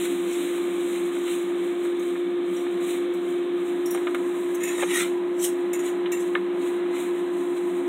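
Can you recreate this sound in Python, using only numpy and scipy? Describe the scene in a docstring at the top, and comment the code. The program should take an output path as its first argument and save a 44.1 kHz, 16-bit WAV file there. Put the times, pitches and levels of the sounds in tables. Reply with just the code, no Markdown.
"""Refrigerator hum and a rolling cat

A refrigerator fan hums as a nearly pure sine, with a soft rush of air as noise shaped by resonances.
Close to the microphone a cat rolls about in a low furniture nook: fur and paws rub as shaped friction
noise, claws ring a hard edge by stick-slip, and paws knock lightly on wood as decaying modes."""
import sys
import numpy as np
from scipy import signal
from scipy.fft import rfft, irfft, next_fast_len
from scipy.io import wavfile
from scipy.ndimage import uniform_filter1d, map_coordinates

SR = 44100
rng = np.random.default_rng(int(sys.argv[2]) if len(sys.argv) > 2 else 0)


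def generate_wav(signal):
    """Clip the signal to [-1, 1] and save it as 16-bit WAV at the path in sys.argv[1]."""
    frames = np.transpose(np.atleast_2d(signal))
    scaled = np.clip(frames, -1, 1) * 32767
    pcm = np.round(scaled).astype(np.int16)
    wavfile.write(sys.argv[1], SR, pcm)


N = 347508


def amp(db):
    """Logarithmic level: decibels to amplitude gain."""
    return 10 ** (np.asarray(db) / 20)


def unit(x):
    """Power normalisation: scale a signal to rms 1."""
    return x / np.sqrt(np.mean(x ** 2) + 1e-20)


def colour(points, hz):
    """Spectral envelope: gain through points of frequency_hz, gain_db, joined on a log frequency axis."""
    point_hz, gain_db = np.transpose(points)
    return amp(np.interp(np.log(hz + 1), np.log(point_hz), gain_db))


def resonances(modes, hz):
    """Modal response: gain of centre_hz, width_hz, gain_db modes with steep skirts, added in power."""
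    power = 0
    for centre, width, gain_db in modes:
        gain = amp(gain_db) / (1 + ((hz - centre) / width) ** 2)
        power = power + gain ** 2
    return np.sqrt(power)


def brighter(hz, tilt, above_hz=5000):
    """Spectral tilt: treble gain that changes by tilt dB per octave."""
    octaves = np.log2(np.maximum(hz / above_hz, 1))
    return amp(tilt * octaves)


def filtered(x, response):
    """Linear filtering: multiply the spectrum of x by a response of frequency."""
    size = next_fast_len(len(x) + SR // 4)
    spectrum = rfft(x, size) * response(np.fft.rfftfreq(size, 1 / SR))
    return irfft(spectrum, size)[:len(x)]


def wobble(rate):
    """Slow random modulation: a smooth curve through rate random knots a second."""
    knots = rng.standard_normal(int(N * rate / SR) + 4)
    return map_coordinates(knots, [np.arange(N) * rate / SR])


def friction(count, slips_per_s, grain):
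    """Stick-slip friction: smooth hiss mixed with tiny separate slips."""
    hiss, sizes = rng.standard_normal((2, count))
    slips = sizes * (rng.random(count) < slips_per_s / SR)
    return unit(hiss + grain * unit(slips))


def patchy(x, depth_db):
    """Varying contact: the colour of a rubbing sound shifts from moment to moment as the contact moves."""
    z = signal.stft(x, nperseg=512)[2]
    field = rng.standard_normal(z.shape)
    field = uniform_filter1d(field, size=3, axis=0)  # across frequency
    field = uniform_filter1d(field, size=10, axis=1)  # across time
    return signal.istft(z * amp(depth_db * unit(field)), nperseg=512)[1][:len(x)]


def from_peak(t, length, rise_share):
    """Stroke envelope shape: distance from the peak, 0 at t = 0 and 1 at the start and end."""
    return np.maximum(-t / rise_share, t / (1 - rise_share)) / length


def add(track, s, sound):
    """Superposition: mix a sound into the track at time s."""
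    start = round(s * SR)
    sound = sound[max(-start, 0):]
    part = track[max(start, 0):][:len(sound)]
    part += sound[:len(part)]


def hum(flutter_db=0.23, drift_hz=0.13, octave_db=-35):
    """Periodic fan tone: a sine with a faint octave creeps up in pitch as the fan reaches full speed."""
    start_hz, creep_hz_per_s, full_hz = 348.7, 0.66, 352.0
    full_speed_db, db_per_hz = -24.65, 0.15  # a slower fan is slightly softer
    pitch = np.minimum(start_hz + creep_hz_per_s * np.arange(N) / SR, full_hz)
    phase = 2 * np.pi * np.cumsum(pitch + drift_hz * wobble(8)) / SR
    level_db = full_speed_db + db_per_hz * (pitch - full_hz) + flutter_db * wobble(12)
    tone = np.sin(phase) + amp(octave_db) * np.sin(2 * phase)
    return np.sqrt(2) * amp(level_db) * tone


def air(rush_db=-14, cabinet_db=-14, place_db=-14, sway_db=0.9, move_s=3.82, move_length_s=0.26):
    """Broadband excitation of resonances: fan air fills modes that change as the microphone moves."""
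    # spectrum of the open rush: frequency_hz, gain_db
    rush_colour = [(25, -68), (42, -52), (60, -27), (120, -36), (150, -45), (185, -9), (250, -14),
                   (430, -15.5), (1000, -18), (2200, -22), (2800, -25.5), (4050, -28), (4600, -50.5),
                   (16000, -58)]
    # cabinet and kitchen modes that the air excites: centre_hz, width_hz, gain_db
    cabinet_modes = [(138, 3.9, -27), (187.2, 11.3, -4.5), (203.5, 10, -10.5), (224, 4.7, -8.5),
                     (271.8, 5.4, 3), (283.2, 10.2, 3), (301, 8, 1.5), (337.5, 12, 2.5), (362, 20.7, 1.5),
                     (393.8, 7.7, -2), (510, 22.7, -7), (694, 25, -13.5)]
    # modes heard from the first microphone position: centre_hz, width_hz, gain_db
    first_modes = [(708, 12, -13), (1068, 26, -13.5), (1215, 50, -13), (1720, 96, -20), (2253, 110, -18.5),
                   (3130, 76, -21.5), (3560, 290, -23)]
    # modes heard from the second microphone position: centre_hz, width_hz, gain_db
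    second_modes = [(632, 29, -15), (681.5, 25, -10), (786, 16, -14.5), (853, 48, -15.5), (999, 30, -9.5),
                    (1061, 35, -12), (1244, 71, -16.5), (1676, 100, -18.5), (1967, 99, -20),
                    (2170, 90, -25.5)]
    broad, boxed, before, after = rng.standard_normal((4, N))
    rush = amp(rush_db + sway_db * wobble(2.4)) * filtered(broad, lambda hz: colour(rush_colour, hz))
    cabinet = amp(cabinet_db) * filtered(boxed, lambda hz: resonances(cabinet_modes, hz))
    # equal-power crossfade between the positions
    moved = (1 + np.tanh((np.arange(N) / SR - move_s) / move_length_s)) / 2
    first = np.sqrt(1 - moved) * filtered(before, lambda hz: resonances(first_modes, hz))
    second = np.sqrt(moved) * filtered(after, lambda hz: resonances(second_modes, hz))
    return rush + cabinet + amp(place_db) * (first + second)


def fur(flicker_db=0.9, patchy_db=1.0, rest_db=-62):
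    """Incoherent summation: countless hairs slip over the surface; each turn of the cat is one swell."""
    # turns of the cat: peak_s, level_db, length_s
    turns = [(0.018, -37.5, 0.51), (0.425, -38.5, 0.34), (0.884, -43, 0.91), (1.317, -39, 0.24),
             (1.647, -49, .32), (1.848, -46, .13), (2.066, -47.5, .3), (2.565, -46, .22),
             (2.725, -51.5, 0.071), (2.9, -38, 0.18), (3.286, -51, .33), (3.684, -50.5, 0.29),
             (3.967, -48.5, 0.48), (4.443, -47.5, 1), (5.08, -51, .2), (5.503, -51, 0.32),
             (5.847, -50, .25), (6.26, -48, 0.23), (6.671, -44, 0.18), (7.01, -41, 0.17),
             (7.178, -51, 0.27), (7.4, -50.5, .3), (7.694, -50, 0.76)]
    # spectrum of fur on the surface: frequency_hz, gain_db
    hair_colour = [(400, -22), (1200, -8), (2300, 6.5), (2900, 1), (3950, 4.5), (4600, -18.5),
                   (5500, -17.5), (7000, -2.5), (8400, 0.5), (10000, -6.5), (13000, -11), (16000, -14)]
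    rise_share, edge_drop_db, roundness = 0.44, 11, 1.22  # every turn swells and fades alike
    t = np.arange(N) / SR
    power = amp(rest_db) ** 2  # faint brushing between turns
    for s, level_db, length in turns:
        drop_db = edge_drop_db * from_peak(t - s, length, rise_share) ** roundness
        power = power + amp(level_db - drop_db) ** 2
    hairs = patchy(friction(N, slips_per_s=810, grain=0.45), patchy_db)
    brushing = unit(filtered(hairs, lambda hz: colour(hair_colour, hz)))
    return np.sqrt(power) * amp(flicker_db * wobble(35)) * brushing


def swipes(patchy_db=3.5, grain=0.44, judder_db=1.3, rise_share=0.47):
    """Sliding friction: a paw's slips hiss and excite the surface while the stroke swells and fades."""
    # broad strokes of a paw: peak_s, length_s, hiss_db, body_db, pitch_factor
    strokes = [(0.055, 0.12, -40.5, -33, 1.04), (0.333, 0.49, -41.5, -42, 1.1), (0.95, .42, -52, -41, 1.03),
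               (1.282, 0.24, -55.5, -36, 1), (4.711, 1, -46.5, -39, 0.984), (4.804, .7, -38, -35, 0.94),
               (4.912, .28, -37.5, -29, .99), (4.968, 0.58, -28.5, -29.5, .96),
               (5.012, 0.41, -33, -26, 1.033), (5.447, .31, -24.5, -31.5, 1.4),
               (5.866, 0.32, -39, -36.5, 1), (6.205, .36, -43.5, -47, 0.87), (6.62, .4, -58, -47, 1.1),
               (6.963, .5, -53.5, -42, 1.03), (7.575, .16, -54, -45, 1.15)]
    # modes of the surface under the paw: centre_hz, width_hz, gain_db
    surface_modes = [(1350, 130, -5.5), (1995, 94, 0.5), (2280, 130, -1.5), (2880, 270, -9),
                     (3460, 140, -8), (3926, 87, -3.5)]
    # spectrum of the hiss: frequency_hz, gain_db
    hiss_colour = [(300, -68), (2000, -29.5), (3000, -17.5), (4200, -9.5), (6000, -7.5), (7200, 0),
                   (9200, -3), (10500, -9.5), (13000, -13), (16000, -19)]
    base_tilt_db, quick_tilt_db = 1.5, 6  # per octave; a quicker, higher swipe is brighter
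    track, t = np.zeros(N), np.arange(SR // 2) / SR
    t -= t.mean()  # the peak lies mid-window
    for s, length, hiss_db, body_db, pitch in strokes:
        fall_db = -60 * from_peak(t, length, rise_share)
        stroke = amp(fall_db + judder_db * wobble(70)[:len(t)])
        tilt = base_tilt_db + quick_tilt_db * (pitch - 1)
        slips = patchy(friction(len(t), slips_per_s=730, grain=grain), patchy_db)
        hiss = filtered(slips, lambda hz: colour(hiss_colour, hz) * brighter(hz, tilt))
        body = filtered(slips, lambda hz: resonances(surface_modes, hz / pitch))
        add(track, s + t[0], stroke * (amp(hiss_db) * unit(hiss) + amp(body_db) * unit(body)))
    return track


def knocks(ring_db=-13, crack_db=-7.0, crack_t60=0.073, thud_below_hz=950):
    """Impact excitation of modes: soft paws strike the wood with a dull crack and a short ring."""
    # light knocks: start_s, level_db, thud_db, tilt_db (treble gain at 3 kHz and above)
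    blows = [(1.165, -32.5, -3, -12), (1.853, -31, 1, -12), (2.155, -32, -3, -8), (2.665, -32, -3, -6),
             (3.947, -24, 0, -5), (3.974, -28, -11, -5), (4.070, -18.5, -16, -7), (4.146, -17.5, -14, -8),
             (4.782, -31, 7, -11), (4.819, -25, -7, -1), (4.826, -22, 3, -1), (4.831, -22, 3.5, 0),
             (6.059, -32, -4, 9.5), (6.350, -26, 0, -23), (6.354, -21, -5, -5), (6.375, -29.5, -12, -6)]
    # modes of the wood: frequency_hz, level_db, t60_s
    wood_modes = [(517, -3, 0.04), (635, 1, .05), (846, -4, 0.028), (1220, 1, 0.084), (1400, -5, 0.082),
                  (1657, -1.5, 0.06), (1774, 2.5, 0.052), (2160, 5, 0.047), (2410, 2, 0.056),
                  (3110, -1, 0.027), (3450, -12, 0.034)]
    crack_colour = [(200, -9.5), (500, -1.5), (2600, -8.5), (4000, -6.5), (6000, -42)]
    # a soft pad gives little treble and a small panel little bass
    pad_and_panel = [(100, -30.5), (400, 6), (3900, 1.5), (4800, -24.5), (8000, -56)]
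    track, t = np.zeros(N), np.arange(SR // 4) / SR
    for s, level_db, thud_db, tilt in blows:
        ring = np.zeros(len(t))
        for mode_hz, mode_db, t60 in wood_modes:
            decay = amp(mode_db + rng.normal(0, 2.9) - 60 * t / t60)  # each blow excites modes unevenly
            ring += decay * np.sin(2 * np.pi * (mode_hz * t + rng.random()))
        puff = filtered(rng.standard_normal(len(t)), lambda hz: colour(crack_colour, hz))
        crack = amp(crack_db - 60 * t / crack_t60) * unit(puff)
        blow = (1 - np.exp(-t / 0.00051)) * (amp(ring_db) * ring + crack)
        # a heavier paw gives more thud
        weight = [(thud_below_hz / 2, thud_db), (thud_below_hz, thud_db / 2), (1500, 0), (3000, tilt)]
        add(track, s, amp(level_db) * filtered(blow, lambda hz: colour(weight, hz)))
    return filtered(track + tick(), lambda hz: colour(pad_and_panel, hz))


def scratches(attack_s=0.0012, rasp_t60=0.25, judder_db=1.5):
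    """Stick-slip excitation: a claw catches at once and skids out, ringing the edge under a short rasp."""
    # claws on a hard edge: start_s, level_db, body_db, pitch_factor, tilt_db_per_octave, t60_s
    catches = [(1.185, -47.5, -61, 1.1, 3.5, 0.065), (1.992, -52.5, -52, .92, 4.5, .2),
               (2.565, -53, -58, .82, 0.5, .2), (3.136, -52.5, -65, 1.1, 6, .2),
               (3.857, -41.5, -50, .79, 7.5, .22), (3.907, -38, -52, .8, 14.5, 0.22),
               (3.945, -33, -54, 1.24, -5, 0.042), (4.146, -42.5, -56, .97, 4.5, .053),
               (4.545, -40.5, -49, .9, 6, .11), (4.604, -47, -38, .97, 1.5, 0.42),
               (4.633, -35, -32.5, 0.997, 2, .42), (4.674, -38.5, -34.5, .97, 0, .26),
               (5.393, -40.5, -42, 0.87, -3.5, .1), (5.731, -35, -35.5, 1.0, 1, .19),
               (5.792, -40, -43, .98, -0.5, 0.15), (6.118, -32.5, -30.5, 1.025, -2, .22)]
    # lower modes of the edge: centre_hz, width_hz, gain_db
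    body_modes = [(1847, 73, 0), (2120, 45, -6), (2210, 45, -1), (2640, 90, -2.5), (3630, 260, -14.5)]
    # upper modes of the edge: centre_hz, width_hz, gain_db
    top_modes = [(6080, 110, -17), (7080, 240, -3), (8860, 160, -7.5), (9300, 250, -18), (11440, 290, -14),
                 (13700, 230, -20), (14700, 330, -20.5)]
    rasp_colour = [(4500, -29), (5400, -4), (6500, -5), (8000, -6), (16000, -12.5)]
    rasp_db, rasp_per_tilt = -2.5, 0.8  # rasp over the ring; a sharper, brighter catch rasps more
    track, t = np.zeros(N), np.arange(SR // 3) / SR
    for s, level_db, body_db, pitch, tilt, t60 in catches:
        skid = amp(-60 * t / t60 + judder_db * wobble(110)[:len(t)])
        stroke = (1 - np.exp(-t / attack_s)) * skid
        slips = friction(len(t), slips_per_s=1200, grain=0.62)
        top = filtered(slips, lambda hz: resonances(top_modes, hz / pitch) * brighter(hz, tilt))
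        body = filtered(slips, lambda hz: resonances(body_modes, hz / pitch))
        noise = rng.standard_normal(len(t))
        rasp = filtered(noise, lambda hz: colour(rasp_colour, hz) * brighter(hz, tilt))
        # the rasp's own decay adds to that of the stroke
        rasp_level = amp(rasp_db + rasp_per_tilt * tilt - 60 * t / rasp_t60)
        bright = unit(top) + rasp_level * unit(rasp)
        add(track, s, stroke * (amp(level_db) * bright + amp(body_db) * unit(body)))
    return track


def tick(s=6.3518, level_db=-19, start_hz=4200, end_hz=1000, glide_s=0.00194, length_s=0.0048):
    """Dispersion: a sharp knock has a falling snap, as high bending waves in a panel arrive first."""
    track, t = np.zeros(N), np.arange(SR // 50) / SR
    hz = end_hz + (start_hz - end_hz) * np.exp(-t / glide_s)
    swell = np.sqrt(np.abs(np.sin(np.pi * np.minimum(t / length_s, 1))))
    add(track, s, amp(level_db) * swell * np.sin(2 * np.pi * np.cumsum(hz) / SR))
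    return track


def scene():
    """Superposition of sources: the refrigerator behind, the cat in front."""
    refrigerator = hum() + air()
    cat = fur() + swipes() + knocks() + scratches()
    return (refrigerator + cat)[None]


def record(dry):
    """Transducer response: the microphone's colour and the recorder's band limit."""
    # the microphone is dull in a narrow band: frequency_hz, gain_db
    microphone = [(4050, -1), (4400, -14.5), (4900, -14.5), (5300, -6.5), (5700, 1.5)]
    top_hz = 15800
    return filtered(dry[0], lambda hz: colour(microphone, hz) * (hz < top_hz))[None]


dry = scene()
out = record(dry)
generate_wav(out)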